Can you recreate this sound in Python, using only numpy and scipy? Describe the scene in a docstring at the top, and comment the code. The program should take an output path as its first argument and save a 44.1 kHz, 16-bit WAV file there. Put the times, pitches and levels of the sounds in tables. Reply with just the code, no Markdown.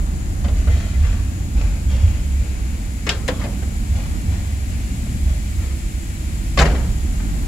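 """A locomotive's steel engine-room door, a few metres from a phone in an open rail yard.
Its spring latches clack free, the handle squeaks, and the door bangs against the body and rattles to rest.
Boots scuff grit over the hollow steel walkway, and a deep rumble swells with each step.
Behind them lie a low drone, the hiss of far machinery and air, and narrow whirs that come and go.
The phone's two microphone ports colour everything differently."""
import sys
import numpy as np
from scipy import signal
from scipy.fft import rfft, irfft, next_fast_len
from scipy.io import wavfile
from scipy.ndimage import uniform_filter1d

SR = 44100
rng = np.random.default_rng(int(sys.argv[2]) if len(sys.argv) > 2 else 0)


def output_pcm(signal):
    """Save a mono or channel-first signal as 16-bit PCM at the path in sys.argv[1].

    Samples are clipped to [-1, 1] before scaling.
    """
    pcm = np.clip(np.atleast_2d(signal).T, -1, 1) * 32767
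    wavfile.write(sys.argv[1], SR, np.round(pcm).astype(np.int16))


N = 329823
PORT_LAG_S = .00036  # sound from the right reaches the left port this late

# clear modes of latch and door: (frequency [Hz], relative level [dB], t60 before ring's cap [s])
LATCH_TONES = [(1490, -4, 0.064), (1743, -8, 0.07), (2250, 3, 0.013), (2720, 0, 0.047), (3290, 2, 0.075),
               (4120, -4, 0.056), (5570, -14, 0.025)]
DOOR_TONES = [(152, 3, .35), (286, 1, .35), (404, -5, .25), (445, -7, .2), (564, -1, .2), (592, -6, .18),
              (705, -4, .18), (966, -6, .16), (1095, -10, .15), (1182, -9, .15), (1385, -10, .13),
              (1561, -11, .13), (1792, -8, .13)]
# dense ring of steel between the modes: (band centre [Hz], relative level [dB], t60 [s])
LATCH_BANDS = [(486, 14, 0.13), (1130, 5.5, 0.074), (1980, -6, 0.09), (3840, 13.5, 0.058),
               (9200, -19.5, 0.25), (13000, -30, .03)]
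DOOR_BANDS = [(66.6, -9, 0.61), (157, -9.5, 0.88), (260, -7, 1), (527, -1, 0.64), (780, -4.5, 0.25),
              (1030, -12.5, 0.88), (2350, 10.5, 0.12), (4750, 4, 0.75)]
# latch blows: (time [s], relative level [dB], colour [Hz], chatter to -20 dB [s], door share [dB])
LATCH_BLOWS = [(.441, -22.5, 3200, 0.03, -7), (.481, -21.5, 3220, 0.018, -11),
               (.671, -17.5, 1670, 0.014, -10), (3.065, -10.5, 3600, 0.02, -7.5),
               (3.0915, 13.5, 4000, 0.0014, -28.5), (3.0945, -6, 3200, 0.0054, -38),
               (3.1, -13.5, 3430, 0.066, -27), (3.278, -8.5, 5750, .02, -14),
               (3.284, 0.5, 1610, 0.0057, -14.5), (3.396, -25, 3000, 0.032, -10),
               (3.413, -23.5, 3520, 0.037, -8), (3.437, -22.5, 3650, 0.025, -4),
               (3.621, -25, 1800, 0.013, -8), (5.06, -26, 1190, 0.0041, -15.5),
               (7.197, -26.5, 2550, 0.02, -10)]


def door():
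    """A few metres off, each blow cracks, chatters in the latch hardware and drums the door panel."""
    t = np.arange(SR // 8) / SR
    hardware = ring(LATCH_TONES, LATCH_BANDS, modes_db=-8, longest_s=.06, apart_hz=1800)
    panel = ring(DOOR_TONES, DOOR_BANDS, modes_db=0.38, longest_s=.4, apart_hz=800)
    out = np.zeros((2, N))
    # a light latch cannot move the whole leaf, so only the bang reaches the deep modes
    for blows, deepest_hz in ((LATCH_BLOWS, 260), (bang_and_rattle(), 60)):
        for s, db, colour_hz, chatter_s, door_db in blows:
            attack = np.minimum(t / min(0.13 * chatter_s, .0012), 1)
            envelope = attack * undb(db - 20 * t / chatter_s)
            contact = burst(envelope, 0.28 * colour_hz, 1.38 * colour_hz, gritty_db=0.59)
            add(out, s, undb(-20.5) * np.array([contact, contact]))
            add(out, s, undb(-12.0) * through(contact, hardware()))
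            thump = burst(envelope, deepest_hz, 1460, gritty_db=2.3)
            add(out, s, undb(door_db) * through(thump, panel()))
    return out


# the door strikes the body: (time [s], relative level [dB], colour [Hz])
BANG_BLOWS = [(6.573, -2.5, 2800), (6.587, 1.5, 3350), (6.597, -4.5, 5040), (6.609, -3, 1950),
              (6.616, -8, 5460), (6.654, -9, 3000), (6.749, -22, 2200)]


def bang_and_rattle():
    """Rows of blows for door(): the bang, then uneven rebounds, ever weaker and duller."""
    chatter_s, bang_door_db, rebound_door_db = 0.019, -12.5, -6
    rebounds, from_s, gap_s = 11, 6.622, 0.023
    time_jitter, level_jitter = rng.standard_normal((rebounds, 2)).T
    since_s = (np.arange(rebounds) + .2 * time_jitter) * gap_s
    levels_db = -13.5 - 91 * since_s - 0.5 * level_jitter
    colours_hz = 2680 - 3000 * since_s
    bang = [(*blow, chatter_s, bang_door_db) for blow in BANG_BLOWS]
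    rattle = [(*blow, chatter_s, rebound_door_db) for blow in zip(from_s + since_s, levels_db, colours_hz)]
    return bang + rattle


# squeaks at the door handle: (time [s], level [dB])
HANDLE_SQUEAKS = [(.7, -40), (.728, -35), (.85, -41), (.95, -42), (1.05, -39)]


def handle(pitch_hz=2050, length_s=0.0524):
    """Dry steel slips on steel in the pivot, giving short wavering tones."""
    n, smooth = int(length_s * SR), SR // 200
    out = np.zeros((2, N))
    for s, db in HANDLE_SQUEAKS:
        waver = uniform_filter1d(rng.standard_normal(SR // 4), smooth)[:n] * np.sqrt(smooth)
        phase = 2 * np.pi * np.cumsum(pitch_hz * (1 + .012 * waver)) / SR
        tone = undb(db) * np.hanning(n) * np.sin(phase)
        add(out, s - length_s / 2, np.array([tone, -.4 * tone]))
    return out


# clear modes and dense ring of the walkway: (frequency [Hz], relative level [dB], t60 [s])
PLATE_TONES = [(575, 0, .07), (700, -4, .06), (1120, -7, .05)]
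PLATE_BANDS = [(316, -15, 0.36), (540, 6.5, 0.05), (1210, -5, 0.13), (2590, 8, 0.021), (4600, 1, 0.098),
               (9000, -29, 0.044)]
# steps: (time [s], scuff level [dB], fade to -10 dB [s], lower boom [dB], upper boom [dB])
BOOT_STEPS = [(.57, -44.5, 0.34, -14, -23), (.72, -41, 0.41, -22, -10), (1.049, -41.5, .2, -11.5, -32),
              (1.59, -41, 0.23, -12.5, -22), (1.92, -40.5, 0.2, -14.5, -24), (2.08, -45.5, 0.21, -35, -9.5),
              (2.42, -48, 0.49, -25, -19), (3.96, -41.5, 0.15, -24, -17.5), (4.319, -44.5, 0.22, -26, -19),
              (4.72, -49, .27, -40, -25), (5.29, -45.5, 0.17, -15.5, -19), (5.62, -45.5, 0.16, -31, -19)]


def boots(rise_s=.048, grit_db=-8):
    """On the walkway, soles drag grit over the tread plate; the phone hears plate and grit alike."""
    t = np.arange(SR // 2) / SR
    plate = ring(PLATE_TONES, PLATE_BANDS, modes_db=-9, longest_s=.2, apart_hz=1000)
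    out = np.zeros((2, N))
    for s, db, fade_s, _, _ in BOOT_STEPS:
        drag = np.clip(t / rise_s, 0, 1) * undb(db - 10 * np.maximum(t - rise_s, 0) / fade_s)
        scuff = burst(drag, 170, 4400, gritty_db=3.02)
        add(out, s - rise_s, through(scuff, plate()))
        grit = np.array([burst(drag, 1440, 5450, gritty_db=1.0) for _ in range(2)])
        add(out, s - rise_s, undb(grit_db) * grit)
    return out


# deep resonances: (centre [Hz], width [Hz], relative level [dB])
LOWER_RESONANCES = [(39.3, 42, -9), (48.5, 17, -3), (65.3, 11, 0.5)]
UPPER_RESONANCES = [(71.1, 10.3, -1.3), (89.7, 6.7, -2.2)]
# the low end between steps: (time [s], lower boom [dB], upper boom [dB], drone [dB])
LOW_LEVELS = [(0, -17.5, -38, -35), (.3, -31.5, -24, -40), (.45, -21, -23, -28.5), (1.3, -32, -23.5, -32.5),
              (2.3, -19, -37, -33), (2.75, -24.5, -32, -36.5), (3.5, -26.5, -30.5, -29),
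              (4.5, -23.5, -25, -37.5), (5.1, -23.5, -43, -27), (5.8, -24, -33, -37),
              (6.1, -29.5, -28.5, -48), (6.4, -26, -33, -33), (6.9, -19.5, -37, -29),
              (7.48, -22, -31.5, -42.5)]


def rumble():
    """Two booms from the right: steps swell both, and the bang shakes the body in the lower one."""
    shaken_body = swell(BANG_BLOWS[0][0] + 0.072, db=-13, rise_s=0.12, fall_s=0.15)
    # (resonances, power from the bang, lead before the scuff [s], rise [s], fall [s])
    booms = [(LOWER_RESONANCES, shaken_body, .01, 0.06, 0.16), (UPPER_RESONANCES, 0, .04, 0.021, 0.062)]
    out = 0
    for k, (modes, bang_power, lead_s, rise_s, fall_s) in enumerate(booms):
        step_power = sum(swell(step[0] - lead_s, step[3 + k], rise_s, fall_s) for step in BOOT_STEPS)
        power = undb(curve(LOW_LEVELS, k + 1)) ** 2 + bang_power + step_power
        boom = sum(undb(db) * narrow(hz, width) for hz, width, db in modes)
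        # the boom holds its size better than free noise does
        boom = boom / uniform_filter1d(boom ** 2, SR // 10) ** .5
        out = out + np.sqrt(power) * boom / boom.std()
    return from_right(out)


def drone():
    """A broad low hum above the booms that swells slowly, alike at both ports."""
    hum = narrow(107.0, width_hz=38) + narrow(207.8, width_hz=110)
    return undb(curve(LOW_LEVELS, column=3)) * hum / hum.std()


# open-air noise of the yard: (frequency [Hz], density [dB per Hz])
YARD_SPECTRUM = [(20, -85), (35, -40), (90, -59.5), (120, -53.5), (200, -54), (320, -59.5), (420, -71),
                 (800, -70.5), (1000, -75.5), (2200, -79.5), (4000, -77), (7000, -84.5), (11000, -86.5),
                 (16000, -100)]
# the part of it that comes from one side: (frequency [Hz], power share [0-1])
SIDE_SHARE = [(60, 0.68), (300, 1), (600, 0.68), (1500, 0.61), (5000, 0), (8000, 0), (12000, 0.6)]
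# the hiss grows as the phone comes nearer: (time [s], treble gain [dB])
HISS_GAIN = [(0, -2.5), (2.5, -2), (4, -0.5), (5.5, -0.34), (7.48, 0.7)]


def yard():
    """Far machinery and air, part from the right, part diffuse; lows and hiss waver separately."""
    def density(hz):
        return np.sqrt(SR / 2) * undb(along(hz, YARD_SPECTRUM, 1))

    side = shape(rng.standard_normal(N), lambda f: density(f) * np.sqrt(along(f, SIDE_SHARE, 1)))
    late = shape(side, lambda f: np.exp(-2j * np.pi * f * PORT_LAG_S))
    white = rng.standard_normal((2, N))
    diffuse = shape(white, lambda f: density(f) * np.sqrt(1 - along(f, SIDE_SHARE, 1)))
    noise = np.array([late, side]) + diffuse
    low = signal.sosfiltfilt(signal.butter(2, 1500, fs=SR, output="sos"), noise)
    low_db = 1.8 * wander(3.2)
    hiss_db = curve(HISS_GAIN, 1) + 0.3 * wander(3.5)
    return undb(low_db) * low + undb(hiss_db) * (noise - low)


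# background hums and hisses: (centre [Hz], width [Hz], level when fully in [dB], start [s], end [s])
WHIR_BANDS = [(2300, 440, -55, 1.3, 7.6), (324, 14, -53.5, 3.65, 3.3), (329.6, 9, -40.5, 5, 7.2),
              (4930, 120, -57, 1.0, 2.4), (6820, 190, -59.5, -3, 3.5), (7680, 380, -60.5, 7, 7.8)]


def whir(fade_s=0.91):
    """Narrow bands of noise fade in and out to the right of the phone."""
    t = np.arange(N) / SR
    out = 0
    for hz, width, db, start_s, end_s in WHIR_BANDS:
        fade = np.clip(np.minimum(t - start_s, end_s - t) / fade_s, 0, 1)
        out = out + undb(db) * narrow(hz, width) * fade
    return from_right(out)


def ring(modes, haze, modes_db, longest_s, apart_hz):
    """Maker of stereo responses of a steel part: modes (t60 capped at longest_s) plus fading noise.
    Every call strikes another spot; above apart_hz the two ports hear different fronts."""
    t = np.arange(SR // 3) / SR
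    hz, db, t60 = np.array(modes, float).T[:, :, None]
    tones = undb(db + modes_db - 60 * t / np.minimum(t60, longest_s)) * np.exp(2j * np.pi * hz * t)
    spread = np.minimum(hz[:, 0] / apart_hz, 2)
    bands, fades = [], []
    for hz, db, t60 in haze:
        alike = 1 / (1 + (hz / apart_hz) ** 2)
        common = np.sqrt(alike) * rng.standard_normal(SR)
        separate = np.sqrt(1 - alike) * rng.standard_normal((2, SR))
        octave = signal.butter(2, [hz / np.sqrt(2), hz * np.sqrt(2)], "band", fs=SR, output="sos")
        noise = signal.sosfilt(octave, common + separate)
        bands.append(noise / noise.std())
        fades.append(undb(db - 60 * t / t60))

    def strike():
        phase, port_skew, strength = rng.standard_normal((3, len(modes)))
        start = rng.integers(SR - len(t))
        turn = np.exp(1j * (np.pi * phase + np.outer([1, -1], spread * port_skew) / 2))
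        out = np.real((undb(2.6 * strength) * turn) @ tones)
        out = out + sum(band[:, start:start + len(t)] * fade for band, fade in zip(bands, fades))
        return out / np.sqrt(np.sum(out ** 2) / 2)
    return strike


def burst(envelope, low_hz, high_hz, gritty_db):
    """Uneven contacts between two frequencies, with the outline and energy of the envelope."""
    grit = rng.standard_normal(len(envelope)) * undb(gritty_db * rng.exponential(size=len(envelope)))
    edges = np.clip([low_hz, high_hz], 20, .45 * SR)
    push = signal.sosfilt(signal.butter(2, edges, "band", fs=SR, output="sos"), envelope * grit)
    return push * np.sqrt(np.sum(envelope ** 2) / np.sum(push ** 2))


def through(push, response):
    """Ring a steel part with a push."""
    return signal.fftconvolve(push[None], response, axes=1)


def narrow(hz, width_hz):
    """Noise of rms 1 in one steep resonance."""
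    x = shape(rng.standard_normal(N), lambda f: 1 / (1 + (2 * (f - hz) / width_hz) ** 2))
    return x / x.std()


def swell(s, db, rise_s, fall_s):
    """Power of a hump that peaks at time s: a rounded rise, then 10 dB less every fall_s."""
    t = np.arange(N) / SR - s
    return undb(db - 10 * np.where(t < 0, (t / rise_s) ** 2, t / fall_s)) ** 2


def wander(rate):
    """Random levels held 1 / rate s and slewed twice."""
    hold = int(SR / rate)
    levels = np.repeat(rng.standard_normal(N // hold + 1), hold)
    return uniform_filter1d(uniform_filter1d(levels, hold), hold)[:N]


def from_right(x):
    """Stereo pair in which the left port hears x late."""
    return np.array([np.roll(x, int(PORT_LAG_S * SR)), x])


def add(track, s, x):
    """Mix x into a stereo track from time s."""
    i = int(s * SR)
    track[:, i:i + x.shape[1]] += x[:, :N - i]


def shape(x, gain):
    """Multiply the spectrum by gain(Hz)."""
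    n = next_fast_len(N)
    hz = np.maximum(np.fft.rfftfreq(n, 1 / SR), 1)
    return irfft(rfft(x, n) * gain(hz), n)[..., :N]


def along(hz, table, column):
    """Read one column of a table on a log-frequency axis."""
    table = np.array(table, float)
    return np.interp(np.log(hz), np.log(table[:, 0]), table[:, column])


def curve(table, column):
    """One column of a table of times, sample by sample."""
    table = np.array(table, float)
    return np.interp(np.arange(N) / SR, table[:, 0], table[:, column])


def undb(db):
    """Decibels to gain."""
    return 10 ** (np.asarray(db) / 20)


def scene():
    """Everything that reaches the phone, a few metres from the locomotive."""
    return door() + boots() + handle() + rumble() + drone() + yard() + whir()


# cavity colour of the microphone ports: (frequency [Hz], left gain [dB], right gain [dB])
PORT_COLOUR = [(107, -0.34, 1), (370, -4, -4.1), (905, -2.5, -4), (2120, 6, -1.5), (3720, -3, -4.5),
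               (5890, 0, -0.5), (7230, 14, -1), (8340, 5.5, -0.5), (10070, -6.5, 8), (12800, -7.5, 6.5),
               (15500, 10, 3)]


def record(dry, top_hz=15700):
    """The phone: each port has its own cavity colour, peaks clip at full scale, the top is cut."""
    coloured = shape(dry, lambda f: undb([along(f, PORT_COLOUR, 1), along(f, PORT_COLOUR, 2)]))
    top_cut = signal.ellip(10, .2, 80, top_hz, fs=SR, output="sos")
    return signal.sosfilt(top_cut, np.clip(coloured, -1, 1))


dry = scene()
out = record(dry)
output_pcm(out)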